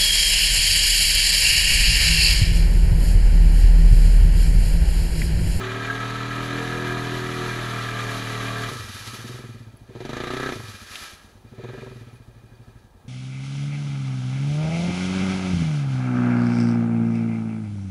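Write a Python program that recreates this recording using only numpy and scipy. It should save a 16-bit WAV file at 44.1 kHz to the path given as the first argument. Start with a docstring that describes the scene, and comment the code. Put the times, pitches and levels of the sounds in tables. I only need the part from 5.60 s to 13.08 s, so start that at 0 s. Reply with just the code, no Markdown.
"""A single-cylinder quad bike pulls at full throttle through a mud hole: a rough, droning engine note.
After three seconds it drops to a thumping idle, is blipped three times and almost stalls.
The engine is built from tones and from clicks and bursts of noise, one per firing, that ring resonances.
Shaped noise makes the mud and water flung by the tyres, and short ringing noises make clods and droplets.
It is heard inside a waterproof camera case, which adds hollow resonances to many layers and echoes the treble."""
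import sys
import numpy as np
from scipy import signal
from scipy.fft import rfft, irfft
from scipy.io import wavfile
from scipy.ndimage import uniform_filter1d

SR = 44100
rng = np.random.default_rng(int(sys.argv[2]) if len(sys.argv) > 2 else 0)


def wav_out(sig):
    """Save sig, one row per channel (or a flat mono array), as 16-bit PCM at SR to the path in sys.argv[1]."""
    wavfile.write(sys.argv[1], SR, np.round(np.clip(np.atleast_2d(sig).T, -1, 1) * 32767).astype(np.int16))


N = 329868
TIME = np.arange(N) / SR

# bands used to set layer levels: (lowest [Hz], highest [Hz])
BASS, LOW, MID, TOP, ALL = (60, 180), (220, 900), (1050, 2600), (7500, 14000), (20, 16000)


def gain_of(db):
    """Turns decibels into an amplitude factor."""
    return np.exp(np.asarray(db) * (np.log(10) / 20))


def evened(x):
    """Scales a sound to an rms of one."""
    return x / np.sqrt(np.mean(x ** 2) + 1e-20)


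def curve(rows, column=1):
    """Joins one column of a table by straight lines in time."""
    table = np.array(rows)
    return np.interp(TIME, table[:, 0], table[:, column])


def wander(hz, size=4096):
    """Slow random wavering of rms one; movement faster than about hz fades out."""
    f = np.fft.rfftfreq(size, N / SR / size)
    slow = irfft(rfft(rng.standard_normal(size)) * np.exp(-(f / hz) ** 2))
    return evened(np.interp(TIME, np.linspace(0, N / SR, size), slow))


def swell(s, rise_s, fall_s):
    """A smooth hump of height one at s seconds."""
    distance = (TIME - s) / np.where(TIME < s, rise_s, fall_s)
    return np.exp(-np.minimum(distance ** 2, 20))


def causal(gain):
    """Gives a set of gains the phase of something struck: a sudden start, then ringing."""
    log_gain = np.log(np.maximum(gain, 1e-5))
    circle = np.concatenate([log_gain, log_gain[-2:0:-1]])
    return np.exp(np.conj(signal.hilbert(circle)))[:len(gain)]


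# hollow resonances of the camera case: (pitch [Hz], width [Hz], lift [dB])
CASE_RESONANCES = [(372, 34, 5.5), (1183, 70, 5.5), (1302, 103, 11.5), (1636, 123, 11), (1760, 50, 11.5),
                   (1935, 120, 9), (2390, 90, 10), (3530, 2740, 5), (6180, 960, 3.5), (10860, 2550, 9.5)]


def heard(x, spectrum, band, size=8192):
    """Colours a sound by its own spectrum and by the case, with rms one inside the band."""
    f = np.fft.rfftfreq(size, 1 / SR)
    hz, db = np.transpose(spectrum)
    own_gain = gain_of(np.interp(np.log(f + 1), np.log(hz), db))
    case_power = 1
    for at, width, lift in CASE_RESONANCES:
        case_power = case_power + (gain_of(lift) ** 2 - 1) / (1 + (2 * (f - at) / width) ** 2) ** 2
    coloured = signal.oaconvolve(x, irfft(causal(own_gain * np.sqrt(case_power))))[:N]
    f = np.fft.rfftfreq(N, 1 / SR)
    inside = rfft(coloured)[(f > band[0]) & (f < band[1])]
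    return coloured * N / np.sqrt(2 * np.sum(abs(inside) ** 2))


def resonate(x, hz, width):
    """A resonance whose pitch may follow a curve."""
    turn = np.exp(2j * np.pi * np.cumsum(hz * np.ones(len(x))) / SR)
    r = np.exp(-np.pi * width / SR)
    return 2 * (turn * signal.lfilter([1 - r], [1, -r], x / turn + 1e-18)).real


def ringing(x, hz, width):
    """A fixed resonance with steep sides, rms one."""
    pole = np.exp((2j * np.pi * hz - np.pi * width) / SR)
    stage = [1, -pole.real, 0, 1, -2 * pole.real, abs(pole) ** 2]
    return evened(signal.sosfilt([stage, stage], x + 1e-18))


# engine speed through the pull, the blips and the near stall: (time [s], rate [firings per s])
ENGINE_SPEED = [(0.0, 37.49), (0.302, 38.86), (1.003, 41.02), (1.301, 40.47), (1.697, 40.94),
                (2.596, 38.47), (3.085, 39.0), (3.113, 26.55), (3.405, 14.88), (3.766, 21.27),
                (4.239, 11.84), (4.547, 27.78), (4.866, 33.54), (5.21, 11.57), (5.458, 8.23), (5.774, 9.55),
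                (6.183, 24.25), (6.639, 12.43), (7.153, 12.78), (7.277, 9.06), (7.48, 11.01)]


def firings(turns, uneven_db):
    """One click per firing, of uneven strength, with the same mean power at any speed."""
    at = np.flatnonzero(np.diff(np.floor(turns)))
    strength = gain_of(uneven_db * rng.standard_normal(len(at)))
    clicks = np.zeros(N)
    clicks[at] = strength / np.sqrt(curve(ENGINE_SPEED)[at])
    return clicks


def gusts(turns, decay_s, steady, rise_s=.0008):
    """Noise that swells quickly at each firing and dies down to a steady share."""
    speed = curve(ENGINE_SPEED)
    age = (turns % 1) / speed  # seconds since the last firing
    puff = (1 - np.exp(-age / rise_s)) * np.exp(-age / decay_s) * (1 + rise_s / decay_s)
    power = steady ** 2 + speed * decay_s * (2 * steady + .5)
    return (steady + puff) / np.sqrt(power) * rng.standard_normal(N)


# squeezes of the throttle, one long pull and three blips, the last squeezed twice:
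# (opens [s], shuts [s], opening [0-1], release [s],
#  pipe boom [dB], thump [dB], silencer chambers [dB], clatter [dB])
SQUEEZES = [(-1, 3.095, 1, .035, -.5, 0, 0, -.5), (3.45, 3.84, .39, .07, .3, 1.2, -2.5, -.5),
            (4.265, 4.93, .98, .038, -.8, .5, -1, .6), (5.92, 6.05, .85, .11, .1, -3, 2.5, 2.2),
            (6.12, 6.285, .33, .04, -.8, -4, 2, .5)]
BOOMS, THUMPS, CHAMBERS, CLATTERS = 4, 5, 6, 7  # places of the four level columns
OPEN_S = .085  # how quickly the engine answers the throttle


def throttle():
    """Throttle opening, 0-1: each squeeze rises, holds and dies away."""
    out = 0
    for opens, shuts, opening, release, *_ in SQUEEZES:
        rise = 1 - np.exp(-np.maximum(TIME - opens, 0) / OPEN_S)
        out = out + opening * rise * np.exp(-np.maximum(TIME - shuts, 0) / release)
    return np.clip(out, 0, 1)


def squeezed(column):
    """Gain from one level column of the squeezes: each holds until the throttle next opens."""
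    rows = np.array(SQUEEZES)
    db = rows[np.searchsorted(rows[:, 0], TIME) - 1, column]
    return gain_of(uniform_filter1d(db, SR // 20))


FULL_HZ = 32  # firing rate above which speed adds no more loudness in the laws below


def loudness(law, gas):
    """Level in dB: lower at slow engine speeds, and changed by shutting the throttle."""
    top_db, shut_db, open_slope, shut_slope = law
    shut = 1 - gas
    octaves = np.maximum(np.log2(FULL_HZ / curve(ENGINE_SPEED)), 0)
    return top_db + shut * shut_db - octaves * (open_slope + shut * (shut_slope - open_slope))


# share of full load on the engine: (time [s], load [0-1])
ENGINE_LOAD = [(0, 0.95), (3.085, 1), (3.115, 0)]
# drone tones: (multiple of the firing rate, level when lugging [dB], level when running free [dB])
DRONE_ORDERS = [(1, -48.9, -47.1), (2, -54.9, -49.8), (3, -32.6, -32.6), (4, -48, -42), (5, -43.5, -40.2),
                (6, -50.9, -46.4), (7, -41.4, -36.2), (8, -54.7, -50.1), (9, -54.8, -37.7),
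                (10, -49.7, -47.3), (11, -44.5, -45.2), (12, -52.0, -48.5), (13, -53.5, -61.2),
                (14, -65.7, -52.1), (15, -51.4, -49.7), (16, -57.9, -54.2), (17, -49.4, -49),
                (18, -48, -46.5), (19, -57.5, -61.5), (20, -54.8, -59.4), (21, -59.1, -56.2),
                (22, -57.3, -60.7), (23, -54.0, -52.3), (24, -55.5, -47.6), (25, -61.0, -60.4),
                (26, -58.8, -59.9), (27, -57, -51), (30, -52, -51), (34, -53, -52), (36, -59, -61),
                (39, -64, -64), (41, -53, -52), (44, -54, -53)]
# tones that swell or fade as the rider moves about the machine:
# (time [s], half length [s], multiple of the firing rate, change [dB])
ORDER_SWELLS = [(0.09, 0.25, 10, 13.7), (0.916, 0.3, 9, -4), (1.643, 0.41, 9, 2.5), (1.024, 0.11, 11, 5),
                (1.15, 0.16, 12, 4), (1.98, 0.19, 7, -7), (.18, .16, 34, 9), (.47, .4, 33, 12),
                (.35, .2, 42, 13), (.7, .2, 29, 7), (1.15, .22, 41, 12), (1.55, .3, 43, 7),
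                (2.1, .2, 34, 11), (2.3, .3, 30, 10), (2.38, .12, 31, 10), (2.92, .22, 30, 11),
                (2.92, .15, 34, 7)]
LUGGING_HZ, FREE_HZ = 39.25, 40.5  # firing rates for the two balances of tones
ROUGH_PER_ORDER = .018  # turbulent gas blurs the high orders most [radians of waver per order]
STROKE_DB = 1.5  # uneven burning shakes the upper orders from stroke to stroke


def drone(turns, waver_db=2.0, drone_db=-0.1, dispersion=.11, jitter_turns=.0022):
    """Under load the pipe pulses merge into multiples of the firing rate (orders), balanced by speed."""
    listed, lugging, running = np.transpose(DRONE_ORDERS)
    orders = np.arange(1, listed[-1] + 1)
    lugging_db = np.interp(orders, listed, lugging)
    free_db = np.interp(orders, listed, running)
    free = np.clip((curve(ENGINE_SPEED) - LUGGING_HZ) / (FREE_HZ - LUGGING_HZ), 0, 1)
    phases = np.angle(causal(gain_of(np.pad(free_db, 1, "edge"))))[1:]
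    wavers = [wander(7) for _ in range(7)]
    strokes = [wander(24) for _ in range(4)]
    cycle = turns % 1 + jitter_turns * wander(18)  # no two strokes take quite the same time
    out = np.zeros(N)
    for k in range(len(orders)):
        db = lugging_db[k] + free * (free_db[k] - lugging_db[k])
        db += waver_db * min((k + 1) / 10, 1) * wavers[k % len(wavers)]  # low orders are steadiest
        db += STROKE_DB * np.clip((k - 2) / 5, 0, 1) * (strokes[k // 3 % len(strokes)] - .4)
        for s, half, order, lift in ORDER_SWELLS:
            if round(order) == k + 1:
                db += lift * swell(s, half, half)
        lag = dispersion * (k + 1) ** 2  # the silencer smears each pulse: high orders leave later
        lag = lag + ROUGH_PER_ORDER * (k + 1) * wander(14)
        angle = 2 * np.pi * (k + 1) * cycle + phases[k] - lag
        out += gain_of(np.float32(db)) * np.cos(np.float32(angle))
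    return np.sqrt(2) * gain_of(drone_db) * out * curve(ENGINE_LOAD)


def rattle(clicks, t60, build_s=.004, drift_hz=1.3, size=3000, count=3):
    """Each firing shakes frame and panels: a short dense ring that changes as the rider sways."""
    out, t = 0, TIME[:size]
    for _ in range(count):
        ring = rng.standard_normal(size) * gain_of(-60 * t / t60) * (1 - np.exp(-t / build_s))
        out = out + signal.oaconvolve(clicks * wander(drift_hz), ring / np.linalg.norm(ring))[:N]
    # the sway changes the colour while the slow level stays that of the clicks
    out_level = np.sqrt(uniform_filter1d(out ** 2, SR // 3) + 1e-12)
    click_level = np.sqrt(uniform_filter1d(clicks ** 2, SR // 3) + 1e-12)
    return evened(out / (out_level / click_level))


# colour of the knock, and of the ground mud later: (pitch [Hz], relative level [dB per Hz])
KNOCK_SPECTRUM = [(100, -65), (500, 2), (800, -4), (1120, 12), (1300, 9), (1480, 4), (2200, 0),
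                  (2700, -6.5), (4200, -11.5), (5000, -25), (7000, -37), (11000, -43), (15000, -55)]
# colour of the rasp: (pitch [Hz], relative level [dB per Hz])
RASP_SPECTRUM = [(60, -7), (200, -2), (450, 1), (540, -5), (700, -1), (850, -4), (1150, 2), (1480, -1),
                 (2200, 1), (2700, -4), (4200, -5), (5000, -20), (7000, -13), (11000, -48), (15000, -40)]
# clatter loudness: (flat out [dB], change with throttle shut [dB],
#  loss per octave of speed when open [dB], the same when shut [dB])
CLATTER_LOUDNESS = (-32.8, -11.5, 22, 14.5)
# two howls of the intake snorkel, upper then lower:
# (pitch [Hz], width [Hz], level beside the clatter before flares and flutter [dB])
INTAKE_HOWLS = [(1645, 140, -12.5), (1290, 80, -15)]
# moments when the howl flares: (time [s], half length [s], lift of the upper [dB], lift of the lower [dB])
HOWL_FLARES = [(.22, .08, 0, 5), (.303, .012, 10, 3), (.382, .014, 8, 0), (.35, .14, 4, 0), (.6, .22, 0, 6),
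               (1.2, .2, 5, 0), (4.55, .12, 0, 8), (4.803, .012, 0, 6), (4.86, .1, 5, 9),
               (6.08, .08, 11, 6), (6.28, .1, 6, 8), (7.1, .35, 9, 0)]
HOWL_FLUTTER_DB = 3


def clatter(turns, gas, knock_db=-7, knock_load_db=-2.5, rasp_db=-5.3, rasp_load_db=2):
    """Burning knocks ring the frame; gas and moving parts rasp in step, and the snorkel howls."""
    level_db, load = loudness(CLATTER_LOUDNESS, gas), curve(ENGINE_LOAD)
    effort = np.clip((level_db + 55) / 20, .2, 1)
    clicks = firings(turns, uneven_db=.8)
    # with less effort the knock softens; the rasp evens out both at idle and under full load
    knock = heard(rattle(clicks, t60=0.13), KNOCK_SPECTRUM, MID)
    knock = knock * effort * gain_of(knock_db + knock_load_db * load)
    rasp = heard(gusts(turns, decay_s=.011, steady=(.45 + .85 * load) / effort), RASP_SPECTRUM, MID)
    rasp = rasp * gain_of(1.1 * wander(22)) * gain_of(rasp_db + rasp_load_db * load)
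    intake = .65 * evened(clicks) * effort
    intake = intake + gusts(turns, decay_s=.015, steady=(.5 + .4 * load) / effort)
    howl = 0
    for k, (hz, width, db) in enumerate(INTAKE_HOWLS):  # each comes and goes in its own bursts
        flare_db = sum(lifts[k] * swell(s, half, half) for s, half, *lifts in HOWL_FLARES)
        howl = howl + ringing(intake, hz, width) * gain_of(db + flare_db + HOWL_FLUTTER_DB * wander(14))
    return gain_of(level_db) * squeezed(CLATTERS) * (knock + rasp + howl)


# engine metal that rings at the same pitch at any speed:
# (pitch [Hz], width [Hz], level before the speed factor [dB], steady share between valve ticks [0-1])
METAL_RINGS = [(2445, 75, -66, .4), (4610, 170, -72, .2)]


def metal(turns, valve_lag=.3, stall_hz=8.5, quiet_span_hz=4):
    """A valve shuts about a third of a cycle after each firing and rings metal: mute near a stall."""
    ring = 0
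    for hz, width, db, steady in METAL_RINGS:
        ticks = gusts(turns - valve_lag, decay_s=.012, steady=steady)
        ring = ring + gain_of(db) * ringing(ticks, hz, width)
    ring = ring * gain_of(1.6 * wander(16))
    speed = curve(ENGINE_SPEED)
    louder = np.minimum(speed / 20, 1.5) ** 2
    return ring * louder * np.clip((speed - stall_hz) / quiet_span_hz, 0, 1)


# colour of the spray: (pitch [Hz], relative level [dB per Hz])
SLOSH_SPECTRUM = [(80, -3), (300, 0), (600, 0), (1100, 1), (1500, 2), (3000, 0.5), (4500, 1.5), (7000, -3),
                  (8500, -9), (11000, -11), (13500, -16.5), (15500, -26)]
# sheets of muddy water that come down after a hard pull: (thickest [s], level [dB], rise [s], fall [s])
WATER_SHEETS = [(3.42, -51.2, 3.0, .38), (4.98, -55, .42, .54), (5.38, -49, .1, .15)]
# fine spray from the tread: level at FULL_HZ, change per octave of speed, and flight time
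SPRAY_DB, SPRAY_DB_PER_OCTAVE, SPRAY_FLIGHT_S = -62.5, 11, .05


def spray(drops_per_s=2500, size_db=3.5, grainy=0.56, lumpy_db=1.1):
    """Hiss and countless small clicks follow the engine speed a moment late; whole sheets come down."""
    sizes = gain_of(size_db * np.minimum(rng.exponential(1, N), 5)) * rng.choice([-1, 1], N)
    drops = sizes * (rng.random(N) < drops_per_s / SR)
    wet = heard(rng.standard_normal(N) + grainy * evened(drops), SLOSH_SPECTRUM, TOP)
    tyres = np.interp(TIME - SPRAY_FLIGHT_S, TIME, curve(ENGINE_SPEED))
    power = gain_of(SPRAY_DB + SPRAY_DB_PER_OCTAVE * np.log2(tyres / FULL_HZ)) ** 2
    power += sum((gain_of(db) * swell(s, rise, fall)) ** 2 for s, db, rise, fall in WATER_SHEETS)
    return wet * np.sqrt(power) * gain_of(lumpy_db * wander(25))


# colour of the stirred water: (pitch [Hz], relative level [dB per Hz])
WATER_SPECTRUM = [(25, -9), (70, 2.5), (150, -1.5), (400, -7.5), (900, -9.5), (2000, -35), (5000, -38),
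                  (9000, -32.5), (11000, -44), (15000, -33)]


def rumble(turns, shake_db=-52, rock_db=-56, rock_hz=46, water_db=-56.5):
    """The labouring machine shakes the camera, firings rock the frame, and stirred water washes round."""
    shake = ringing(rng.standard_normal(N), 30, width=30)
    rock = ringing(evened(firings(turns, uneven_db=2)) + .5 * rng.standard_normal(N), rock_hz, width=32)
    water = heard(rng.standard_normal(N), WATER_SPECTRUM, ALL) * gain_of(.7 * wander(8))
    load = curve(ENGINE_LOAD)
    return shake * gain_of(shake_db) * load + rock * gain_of(rock_db) * (1 - load) + water * gain_of(water_db)


# the pipe rings higher on hot gas, and sinks on the overrun and near a stall: (time [s], pitch [Hz])
PIPE_PITCH = [(3.11, 125), (3.18, 108), (3.28, 92), (3.45, 108), (3.7, 123), (3.95, 116), (4.2, 106),
              (4.4, 121), (4.6, 125), (4.9, 134), (4.97, 112), (5.15, 93), (5.45, 84), (5.7, 92),
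              (5.95, 120), (6.2, 123), (6.42, 118), (7.15, 113), (7.4, 92)]


def along_pipe(x, reflect, trip_periods=1.03, count=3):
    """A blow runs up and down the pipe, weaker on each return; hot gas shortens the trip."""
    trip_s = trip_periods / curve(PIPE_PITCH)
    out = x
    for k in range(1, count + 1):
        out = out + reflect ** (k * (k + 1) / 2) * np.interp(TIME - k * trip_s, TIME, x, left=0)
    return out


OVERRUN_S = .5  # time constant of the coasting (overrun) after the throttle drops


def overrun(gas):
    """How far the throttle has just dropped below its recent average, 0-1."""
    keep = np.exp(-1 / (OVERRUN_S * SR))
    return np.maximum(signal.lfilter([1 - keep], [1, -keep], gas) - gas, 0)


# colour of the pipe's boom: (pitch [Hz], relative level [dB per Hz])
BOOM_SPECTRUM = [(20, -16), (45, 1), (70, -1.5), (110, 8.5), (170, 4), (230, 10), (300, -14), (450, -14),
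                 (600, -26), (2000, -70)]
# boom loudness: (flat out [dB], change with throttle shut [dB],
#  loss per octave of speed when open [dB], the same when shut [dB])
BOOM_LOUDNESS = (-36.5, 4.5, 1, 12.2)
# the pipe misses a beat as the throttle snaps shut: (time [s], half length [s])
MISSED_BEATS = [(3.108, .013), (4.94, .013)]


def pipe(turns, gas, lead_s=.004, second_share=.34, thump_db=-6, thump_hz=220, thump_lag_s=.002,
         overrun_db=2.5, overtone_ratio=2.2, overtone_db=-7.5):
    """Firings thump the pipe; on the overrun it booms with an overtone, both sinking as the gas cools."""
    speed, pitch, coasting = curve(ENGINE_SPEED), curve(PIPE_PITCH), overrun(gas)
    early = turns + lead_s * speed  # the pressure builds before the crack
    fast = np.clip(speed / 28, 0, 1) ** 2
    clicks = evened(firings(early, uneven_db=.8))
    # a weaker gas pulse later in the cycle
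    second = second_share * fast * (1 - coasting) * evened(firings(early - .33, uneven_db=1))
    drive = clicks + .26 * gusts(early, decay_s=.02, steady=.25)
    tone = resonate(drive + second, pitch, width=14)
    boom = heard(tone, BOOM_SPECTRUM, BASS) * (1 - .45 * coasting)
    boom += gain_of(overrun_db) * coasting * evened(resonate(tone, pitch, width=45))  # a purer, longer ring
    overtone_hz = overtone_ratio * pitch
    overtone = resonate(resonate(drive, overtone_hz, width=40), overtone_hz, width=40)
    boom += gain_of(overtone_db) * coasting * evened(overtone)
    late = turns - thump_lag_s * speed
    puff = evened(firings(late, uneven_db=1)) + .4 * gusts(late, decay_s=.012, steady=.2)
    thump = gain_of(thump_db) * ringing(puff, thump_hz, width=85) * (1 - .5 * coasting)
    beating = 1 - sum(swell(s, half, half) for s, half in MISSED_BEATS)
    out = (boom * squeezed(BOOMS) + thump * squeezed(THUMPS)) * beating
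    return out * gain_of(loudness(BOOM_LOUDNESS, gas)) * (1 - curve(ENGINE_LOAD))


# colour of the bark: (pitch [Hz], relative level [dB per Hz])
BARK_SPECTRUM = [(60, -14), (150, -6), (220, 0), (280, 4), (340, -1), (430, 1), (540, -8), (700, -5.5),
                 (820, -12.5), (950, -11), (1200, -28), (2500, -55), (8000, -80)]
# colour of the crack: (pitch [Hz], relative level [dB per Hz])
CRACK_SPECTRUM = [(300, -1), (750, 5), (1100, -4), (2000, 1), (2800, -6), (3800, 1.5), (5000, -7),
                  (6500, -6), (8500, -21), (11000, -24), (15000, -29)]
# bark loudness: (flat out [dB], change with throttle shut [dB],
#  loss per octave of speed when open [dB], the same when shut [dB])
BARK_LOUDNESS = (-31, -8, 2, 16.5)
# silencer chambers that ring on after a firing:
# (pitch [Hz], width [Hz], level beside the bark before throttle scaling [dB])
SILENCER_CHAMBERS = [(382, 36, -8), (462, 60, -11), (590, 70, -17), (950, 200, -22)]


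def exhaust(turns, gas, crack_db=-9.9, crack_shut_db=-27, crack_rise_s=.002, thud_db=-15.5,
            second_share=0.33, ring_lag=.13, ring_shut=1.1, bark_shut=.15, bark_open=.7):
    """Firings bark down the pipe and crack as the throttle opens; the silencer answers a little later."""
    bark_level = loudness(BARK_LOUDNESS, gas)
    fast = np.clip(curve(ENGINE_SPEED) / 28, 0, 1) ** 2
    clicks = evened(firings(turns, uneven_db=.9))
    # a weaker gas pulse later in the cycle
    second = second_share * fast * evened(firings(turns - .33, uneven_db=1))
    breath = .44 * gusts(turns, decay_s=.014, steady=.22)
    reflect = .78 - .26 * fast
    bark = heard(along_pipe(clicks + breath, reflect) + second, BARK_SPECTRUM, LOW)
    late = evened(firings(turns - ring_lag, uneven_db=1.2)) + breath
    ring = sum(gain_of(db) * ringing(late, hz, width) for hz, width, db in SILENCER_CHAMBERS)
    ring = ring * squeezed(CHAMBERS) * (ring_shut + 2.4 * gas) * (1.05 - gas)  # most at part throttle
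    bark = bark * (bark_shut + bark_open * gas) + ring
    crack = heard(gusts(turns + .045, decay_s=.01, steady=.08, rise_s=crack_rise_s), CRACK_SPECTRUM, ALL)
    crack_level = bark_level + crack_db + crack_shut_db * (1 - gas)
    thud = (np.sin(2 * np.pi * turns) + .9 * np.sin(4 * np.pi * turns)) * fast  # firing rate and octave
    out = bark * gain_of(bark_level) + crack * gain_of(crack_level) + thud * gain_of(bark_level + thud_db)
    return out * (1 - curve(ENGINE_LOAD))


# the coasting tyres grind through thick mud: (loudest [s], level [dB], rise [s], fall [s])
MUD_CHURNS = [(3.13, -43, .07, .14), (3.55, -48.5, .28, .36), (5.07, -50, .1, .13), (5.55, -57, .15, .17)]


def churn(lumpy_db=1.5):
    """Mud ground between tread and wheel arch rasps for a moment as the wheels slow: lumpy noise."""
    level = sum(gain_of(db) * swell(s, rise, fall) for s, db, rise, fall in MUD_CHURNS)
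    return heard(rng.standard_normal(N), KNOCK_SPECTRUM, MID) * level * gain_of(lumpy_db * wander(25))


def add(mix, s, sound):
    """Mixes a sound in at s seconds."""
    part = mix[round(s * SR):][:len(sound)]
    part += sound[:len(part)]


# droplets that ping on the case: (time [s], level [dB], pitch [Hz], width [Hz], length [s])
DROPLETS = [(4.165, -57, 10630, 1300, 0.015), (6.528, -65, 10270, 253.7, 0.048)]
# clods of mud that land close by: (time [s], level [dB], pitch [Hz], width [Hz], time to fall 60 dB [s])
MUD_CLODS = [(5.002, -31, 1000, 1000, .016), (5.356, -25.5, 2700, 1800, .022)]


def splashes(size=3000):
    """Droplets ping on the case and clods slap down: short noises, each through one resonance."""
    out, t = np.zeros(N), TIME[:size]
    for s, db, hz, width, length in DROPLETS:
        ping = ringing(rng.standard_normal(size), hz, width)
        add(out, s, ping * gain_of(db) * np.sin(np.pi * np.minimum(t / length, 1)))
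    for s, db, hz, width, t60 in MUD_CLODS:
        add(out, s, ringing(rng.standard_normal(size), hz, width) * gain_of(db - 60 * t / t60))
    return out


def scene():
    """Every engine sound follows the same crank, and the throttle shapes most of them."""
    turns = .58 + np.cumsum(curve(ENGINE_SPEED)) / SR  # firing cycles so far, begun partway through one
    gas = throttle()
    engine = drone(turns) + clatter(turns, gas) + metal(turns) + pipe(turns, gas) + exhaust(turns, gas)
    return (engine + spray() + rumble(turns) + churn() + splashes())[None]


# short echoes of the treble inside the case: (delay [s], gain [amplitude factor])
TREBLE_ECHOES = [(.0013, 0.15), (.0031, -0.22), (.0057, 0.28)]


def echoed(x, echoes):
    """Adds delayed copies of a sound."""
    return x + sum(gain * np.interp(TIME - delay, TIME, x, left=0) for delay, gain in echoes)


EDGE_HZ = 15750  # upper edge of the camera's band


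def record(dry):
    """The treble bounces inside the case; then the camera cuts the very top."""
    high_pass = signal.butter(2, 2800, "high", fs=SR, output="sos")
    treble = signal.sosfiltfilt(high_pass, dry[0])
    boxed = dry[0] - treble + echoed(treble, TREBLE_ECHOES)
    low_pass = signal.firwin(511, EDGE_HZ, window=("kaiser", 9), fs=SR)
    return signal.oaconvolve(boxed, low_pass, "same")[None]


dry = scene()
out = record(dry)
wav_out(out)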